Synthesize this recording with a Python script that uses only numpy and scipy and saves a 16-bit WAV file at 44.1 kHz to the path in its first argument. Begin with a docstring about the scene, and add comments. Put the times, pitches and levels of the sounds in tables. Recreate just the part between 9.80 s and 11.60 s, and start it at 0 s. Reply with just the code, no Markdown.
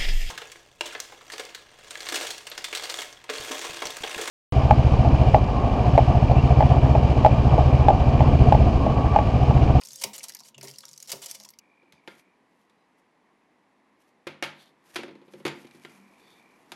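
"""Hand-cranked calculating machine

The crank of an old steel calculating machine is turned twice, close by, in a small room. In each turn
pawls tick over running gears, and the racks slide up, hit their stop with a loud clunk and slide back.
Between the turns the crank knocks through its rest position and the case drones. Impact and friction
excite the resonances of frame and case, and the sound dies away in a short diffuse ring."""
import sys
import numpy as np
from scipy import signal
from scipy.fft import rfft, irfft, next_fast_len
from scipy.io import wavfile

SR = 44100
rng = np.random.default_rng(int(sys.argv[2]) if len(sys.argv) > 2 else 0)


def unload_wav(signal):
    """Save mono or channel-first audio to the path in sys.argv[1] as 16-bit WAV at rate SR, clipped to [-1, 1]."""
    wavfile.write(
        sys.argv[1],
        SR,
        np.round(np.clip(np.atleast_2d(signal).T, -1, 1) * 32767).astype(np.int16),
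    )


N = 79380
T = np.arange(N) / SR
EVENT_T = T[:SR // 3]

# Racks hitting their stop (all levels are relative): start_s, level_db, rise_s, t60_s
RACK_CLUNKS = [(0.236,-18,0.0034,0.031),(1.3162,-22.5,0.0027,0.022),(1.3238,-27,0.00064,0.043)]
# Racks sliding along their guides: start_s, rise_s, hold_s, level_db
RACK_SLIDES = [(.210,0.0088,0.0039,-32),(0.332,0.0011,0.029,-41),(0.379,0.0017,0.008,-41),(0.427,0.015,0.0069,-39.5),(0.487,0.0035,0.0072,-42.5),(0.642,0.0089,0.011,-52),(0.682,0.0043,0.0021,-48),
               (0.826,0.0017,0.027,-47),(0.87,0.02,0.0066,-46.5),(1.202,0.0082,0.05,-58.5),(1.276,0.006,0.0063,-44),(1.29,0.0052,0.0098,-35.5),(1.417,0.00092,0.028,-40.5),(1.453,0.0086,0.0049,-39),(1.481,0.0028,0.034,-44.5),(1.542,0.0072,0.0055,-40.5),(1.646,0.0018,0.0024,-45)]
# Clicks of pawls and gear teeth: start_s, level_db, pitch_hz
PAWL_CLICKS = [(.0121,-42,4850),(.035,-38.5,4670),(.0497,-38.5,5630),(.0565,-37,6280),(.0711,-38.5,5900),(.086,-38.5,6750),
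               (.1059,-40,5100),(.1178,-40,6400),(.1324,-36.5,6300),(.1407,-51,5540),(.1575,-34,6600),(.1837,-59,6430),(.1985,-42,5500),
               (.3341,-42,5700),(.3618,-38,11700),(.380,-34.5,6970),(.3939,-39,5950),(.4311,-35,5760),(.439,-30,6270),(.4835,-34,5820),(.4946,-34.5,6000),
               (.521,-42,5400),(.5364,-45.5,5400),(.5481,-31.5,5680),(.5674,-42.5,5070),(.5893,-44,5030),(.5954,-42.5,5560),(.6038,-40.5,5620),(.6345,-47.5,4670),
               (.780,-43,6300),(.811,-38.5,5070),(.829,-37.5,6050),(.8412,-42.5,5060),(.8717,-40,5560),(.8821,-38,4880),(.9011,-43,5470),(.9117,-40,5300),(.9373,-46,5600),(.9589,-45,4440),
               (.9843,-33,5410),(1.0057,-42,4300),(1.0529,-37,5830),(1.0633,-51,5800),(1.0819,-43,5340),(1.0892,-42,6700),(1.1125,-44.5,6330),
               (1.1312,-41,6100),(1.1365,-45.5,4810),(1.1608,-48.5,5640),(1.1768,-37.5,5930),(1.1971,-59,6000),(1.2016,-39,6200),(1.2261,-34,6730),(1.2586,-50,5650),(1.2741,-42,5800),
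               (1.4595,-31.5,6200),(1.4967,-41,6060),(1.5016,-40,5500),(1.5118,-27.5,6090),(1.5478,-42,5770),(1.5998,-39.5,5200),(1.6095,-46,5840),(1.6188,-50,5800),(1.629,-48,6000),
               (1.6347,-42.5,5600),(1.6506,-42,5700),(1.6802,-53,6850),(1.6885,-40.5,6100),(1.7034,-44,11700),(1.7365,-53.5,5020),(1.7874,-40.5,6040)]
# Knocks of loose levers: start_s, level_db, pitch_hz
LEVER_KNOCKS = [(.015,-48.5,1080),(.016,-48,2600),(.44,-48,1280),(.404,-44,2230),(.497,-46.5,2000),(.551,-50,1970),(.551,-55.5,930),(.604,-52.5,880),(.7435,-46,2880),(.778,-46.5,2780),(.8105,-48.5,2300),
                (.8489,-50,2180),(.874,-47.5,2080),(.8895,-50,2650),(.9373,-52,2760),(1.031,-48,3460),(1.034,-46.5,1270),(1.328,-41,1220),(1.601,-62.5,2200),(1.602,-51,880),(1.655,-54,908),(1.734,-58.5,2210),(1.787,-55.5,2680)]
# Partials of a pawl and of a lever: pitch_ratio, level_db
PAWL_PARTIALS = [(0.801,1),(1,10),(1.25,2.5),(1.5,-4),(1.8,-8),(2.1,-8)]
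LEVER_PARTIALS = [(0.901,-4),(1.002,2),(1.12,-4.5),(2.2,-6.5)]
# Rattle of the running gears: time_s, level_db
GEAR_LEVELS = [(0,-56.5),(.05,-55),(.21,-46.5),(.27,-50.5),(.325,-63),(.36,-52),(.46,-56.5),(.60,-74),(.685,-49.5),(.71,-101),(.80,-70.5),(.86,-57.5),(.97,-58),(1.15,-61.5),(1.27,-61.5),(1.35,-47),(1.412,-58.5),(1.45,-66),(1.55,-50),(1.65,-69),(1.71,-86),(1.8,-80)]
# Blows that shake the case: start_s, thud_db, ring_db
CASE_BLOWS = [(.241,-38.5,-43.5),(0.778,-58.5,-54),(.828,-45,-47),(.848,-53,-56),(.880,-54,-60.5),(1.327,-40,-43)]
# Drones of the case while the gears drag: start_s, hold_s, pitch_hz, level_db
CASE_DRONES = [(0.265,0.034,208,-47.5),(0.764,0.023,138.8,-52.5),(0.812,0.11,135,-52),(0.76,0.025,209.4,-59.5),(1.08,0.068,150.3,-67.5),(1.577,0.067,206,-62)]
# Normal modes of the case: pitch_hz, level_db, t60_s
CASE_MODES = [(145,-6,0.11),(208,-7.5,0.11),(269.5,-9,0.3),(323,-11,0.2),(392,-2,0.3),(420,-8.5,0.29),(555,0,0.053),(596.5,-4.5,0.15),(679.5,0,0.1),(934.4,-1.5,0.073),(1034,-20,0.076),(1219,-14,0.031)]
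# Resonances of the steel frame: pitch_hz, width_hz, gain_db
FRAME_MODES = [(2140,540,-6),(2890,83,-1.5),(3330,26,-18),(4630,240,-7),(5230,68,-7.5),(5580,200,-8.5),(6540,42,-5),(7150,23,-7)]
# Diffuse ring of works and room: frequency_hz, t60_s, level_db
REVERB_BANDS = [(150,0.57,9),(580,0.33,6),(1400,0.31,2),(3800,0.21,1),(9600,0.14,-13),(15000,0.19,-1)]
# Spectral envelopes of each source's noise: frequency_hz, level_db
CLUNK_SPECTRUM = [(100,-30),(400,-19),(700,-3),(1650,-13.5),(2200,-2),(4000,0),(5600,4.5),(8000,0),(11500,-2),(16000,-14.5)]
SLIDE_SPECTRUM = [(60,-41),(300,-10.5),(600,-4),(950,-3.5),(1550,-6.5),(2300,-2),(3800,-2),(5700,0),(8000,-0.5),(11500,-4.5),(16000,-12)]
CLICK_SPECTRUM = [(200,-62),(1500,-8),(3000,-4.5),(5200,6),(7200,0.5),(9000,2),(12000,2),(15500,-14.5)]
KNOCK_SPECTRUM = [(60,-20),(150,-10.5),(700,-4),(1500,-7),(2800,1),(5000,-7),(9000,-9),(16000,-37)]
GEAR_SPECTRUM = [(60,-43),(300,-6),(550,-0.5),(1000,-17),(1600,-7.5),(2500,-9),(3700,-3.5),(5600,3.5),(8000,0),(11500,-5.5),(16000,-23)]
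THUD_SPECTRUM = [(25,-13),(70,-15.5),(130,5),(230,-28),(400,5.5),(700,-3),(800,-4.5),(950,-1),(1500,-16),(4000,-14)]
ROOM_SPECTRUM = [(25,-25),(60,-12),(100,-13),(135,9),(175,-6.5),(208,8),(250,-1),(560,-6),(750,-11),(950,-3),(1500,-14),(4000,-22.5),(9000,-56),(16000,-53)]


def racks():
    """Sliding friction makes the racks scrape and jingle; impact on the stop gives a broadband burst."""
    out, size = np.zeros(N), len(EVENT_T)
    for start_s, rise_s, hold_s, level_db in RACK_SLIDES:
        scrape = grains(size, spread_db=1.5) + amp(-0.5) * jingle(size)
        add(out, start_s, level_db, colour(scrape, SLIDE_SPECTRUM), envelope(rise_s, 0.043, hold_s))
    for start_s, level_db, rise_s, t60_s in RACK_CLUNKS:
        crash = colour(rng.standard_normal(size), CLUNK_SPECTRUM)
        add(out, start_s, level_db, crash, envelope(rise_s, t60_s))
    return out


def pawls():
    """Brief impacts on light steel pawls excite high, quickly damped modes, heard as ticks."""
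    return impacts(PAWL_CLICKS, PAWL_PARTIALS, CLICK_SPECTRUM,
                   width_hz=850, noise_db=-4, rise_s=0.00094, t60_s=0.014)


def levers():
    """Impacts on loose levers build more slowly and excite lower modes, heard as knocks."""
    return impacts(LEVER_KNOCKS, LEVER_PARTIALS, KNOCK_SPECTRUM,
                   width_hz=420, noise_db=-6.5, rise_s=0.0035, t60_s=0.031)


def impacts(blows, partials, spectrum, width_hz, noise_db, rise_s, t60_s):
    """A struck part cracks, rings in damped partials and rebounds once; harder blows are brighter."""
    mean_rebound_s, rebound_db = 0.0041, -9
    pitch_scatter, scatter_db = 0.083, 3
    medium_blow_db, treble_db_per_db = -43.5, 0.36
    out, size = np.zeros(N), SR // 8
    ratios, partial_db = np.transpose(partials)
    weaker = partial_db < partial_db.max()  # only these are detuned
    strike = envelope(rise_s, t60_s)[:size]
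    for start_s, level_db, pitch_hz in blows:
        detune, strength = rng.standard_normal((2, len(partials)))
        lag = int(mean_rebound_s * SR * (0.5 + rng.random()))
        rebound = amp(rebound_db) * np.pad(strike, (lag, 0))[:size]
        shape = np.hypot(strike, rebound)  # incoherent sounds add in power
        pitches = np.minimum(pitch_hz * ratios * (1 + pitch_scatter * detune * weaker), SR / 2 - 1)
        gains = amp(partial_db + scatter_db * strength)
        sound = amp(noise_db) * colour(rng.standard_normal(size), spectrum)
        for hz, gain in zip(pitches, gains / np.linalg.norm(gains)):
            noise = rng.standard_normal(2 * size)
            partial = resonance(resonance(noise, hz, width_hz), hz, width_hz)[size:]  # steady state
            sound += gain * partial * np.linalg.norm(shape) / np.linalg.norm(partial * shape)
        treble_shelf = [(6500, 0), (11000, treble_db_per_db * (level_db - medium_blow_db))]
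        add(out, start_s, level_db, colour(sound, treble_shelf), shape)
    return out


def gears():
    """The many contacts of meshing teeth merge into a fine rattle that swells and fades with the crank."""
    rattle = grains(N, spread_db=7) + amp(0.5) * jingle(N)
    level_db = np.interp(T, *np.transpose(GEAR_LEVELS))
    return amp(level_db) * colour(rattle, GEAR_SPECTRUM)


def grains(size, spread_db):
    """Dense tiny contacts of uneven strength superpose into grainy noise."""
    noise = rng.standard_normal(size)
    return rms_one(noise * amp(spread_db * np.minimum(rng.exponential(1, size), 5)))


def jingle(size, parts=60, touches_per_s=2600, t60_s=0.022, spread_db=3):
    """Small steel parts, touched at random, each ping as a damped oscillator at its natural frequency."""
    pitches_hz = np.linspace(3006, 14170, parts) * rng.uniform(0.98, 1.02, parts)
    out, radius = np.zeros(size), amp(-60 / (t60_s * SR))
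    touches = (rng.random(size) < touches_per_s / SR) * amp(spread_db * rng.standard_normal(size))
    touched_part = rng.integers(0, parts, size)
    for part, omega in enumerate(2 * np.pi * pitches_hz / SR):
        force = touches * (touched_part == part) + 1e-18
        out += signal.lfilter([1, 0, -1], [1, -2 * radius * np.cos(omega), radius ** 2], force)
    return rms_one(out)


def case():
    """Heavy blows make the case thud and ring in free vibration; dragging gears drive a low drone."""
    out, swell_cycles = np.zeros(N), 3.4
    for start_s, thud_db, ring_db in CASE_BLOWS:
        thud = colour(rng.standard_normal(len(EVENT_T)), THUD_SPECTRUM)
        add(out, start_s, thud_db, thud, envelope(rise_s=0.0068, t60_s=0.28))
        for hz, mode_db, t60_s in CASE_MODES:
            level_db = ring_db + mode_db + rng.normal(0, 1)
            mode = np.sin(2 * np.pi * (hz * EVENT_T + rng.random()))
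            add(out, start_s, level_db, mode, envelope(swell_cycles / hz, t60_s))
    for start_s, hold_s, hz, level_db in CASE_DRONES:
        drone = np.sin(2 * np.pi * hz * (EVENT_T + start_s))
        add(out, start_s, level_db, drone, envelope(rise_s=0.0093, t60_s=0.091, hold_s=hold_s))
    return out


def housing(drive, panel_db=3.5):
    """In forced vibration, frame and case panels reinforce the sound near their natural frequencies."""
    frame = sum(amp(db) * resonance(drive, hz, width_hz) for hz, width_hz, db in FRAME_MODES)
    panels = sum(amp(panel_db + db) * resonance(drive, hz, width_hz=np.log(1000) / (np.pi * t60_s))
                 for hz, db, t60_s in CASE_MODES)
    return frame + panels


def reverberation(x, build_s=0.0043):
    """Diffuse reflections in the works and the room decay exponentially, faster in the treble."""
    hz, t60_s, level_db = np.transpose(REVERB_BANDS)
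    edges_hz, response = np.geomspace(100, 17000, 12), 0
    for low, high in zip(edges_hz, edges_hz[1:]):
        bandpass = signal.butter(2, [low, high], "band", fs=SR, output="sos")
        band = signal.sosfilt(bandpass, rng.standard_normal(len(EVENT_T)))
        centre_hz = np.sqrt(low * high)
        gain = amp(at_hz(np.c_[hz, level_db], centre_hz))
        response += gain * band * envelope(build_s, at_hz(np.c_[hz, t60_s], centre_hz))
    return signal.fftconvolve(x, response / np.linalg.norm(response))[:N]


def room_noise():
    """The background of the room is stationary noise with most of its power in the bass."""
    return colour(rng.standard_normal(N), ROOM_SPECTRUM)


def amp(db):
    """Decibels to amplitude ratio."""
    return 10 ** (np.asarray(db) / 20)


def rms_one(x):
    """Normalisation to rms 1."""
    return x / np.sqrt(np.mean(x ** 2) + 1e-20)


def at_hz(points, hz):
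    """Interpolation on a log-frequency axis."""
    frequencies, values = np.transpose(points)
    return np.interp(np.log(np.maximum(hz, 1)), np.log(frequencies), values)


def colour(x, spectrum):
    """Minimum-phase filtering imposes a spectral envelope; the result has rms 1."""
    size = next_fast_len(len(x)) * 2
    bins_hz = np.arange(size // 2 + 1) * SR / size
    cepstrum = irfft(np.log(amp(at_hz(spectrum, bins_hz))))
    cepstrum[1:size // 2] *= 2  # folding the cepstrum makes the filter causal
    cepstrum[size // 2 + 1:] = 0
    return rms_one(irfft(rfft(x, size) * np.exp(rfft(cepstrum)))[:len(x)])


def resonance(x, hz, width_hz):
    """A two-pole resonator with unit gain at its peak."""
    radius = np.exp(-np.pi * width_hz / SR)
    feedback = [1, -2 * radius * np.cos(2 * np.pi * hz / SR), radius ** 2]
    return signal.lfilter(np.array([1, 0, -1]) * (1 - radius ** 2) / 2, feedback, x)


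def envelope(rise_s, t60_s, hold_s=0):
    """Linear rise, hold, then exponential decay by 60 dB in t60_s."""
    decay_s = np.maximum(EVENT_T - rise_s - hold_s, 0)
    return np.minimum(EVENT_T / rise_s, 1) * amp(-60 * decay_s / t60_s)


def add(out, start_s, level_db, sound, shape):
    """Superposition of a sound under an envelope whose top has the given rms level."""
    start, shaped = int(start_s * SR), sound * shape
    shaped *= amp(level_db) * np.linalg.norm(shape) / np.linalg.norm(shaped)
    out[start:start + len(shaped)] += shaped[:max(N - start, 0)]


def scene():
    """Direct sound, housing resonances and reverberation superpose over the quiet room."""
    parts = amp(2) * pawls() + levers() + racks() + gears()
    works = amp(-2.5) * (parts + housing(parts))
    background = amp(-67.5) * room_noise()
    return (works + amp(-11) * reverberation(works) + amp(-4) * case() + background)[None]


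def record(dry):
    """A steep elliptic low-pass limits the bandwidth to 16 kHz."""
    return signal.sosfilt(signal.ellip(10, 0.2, 70, 16000, fs=SR, output="sos"), dry)


dry = scene()
out = record(dry)
unload_wav(out)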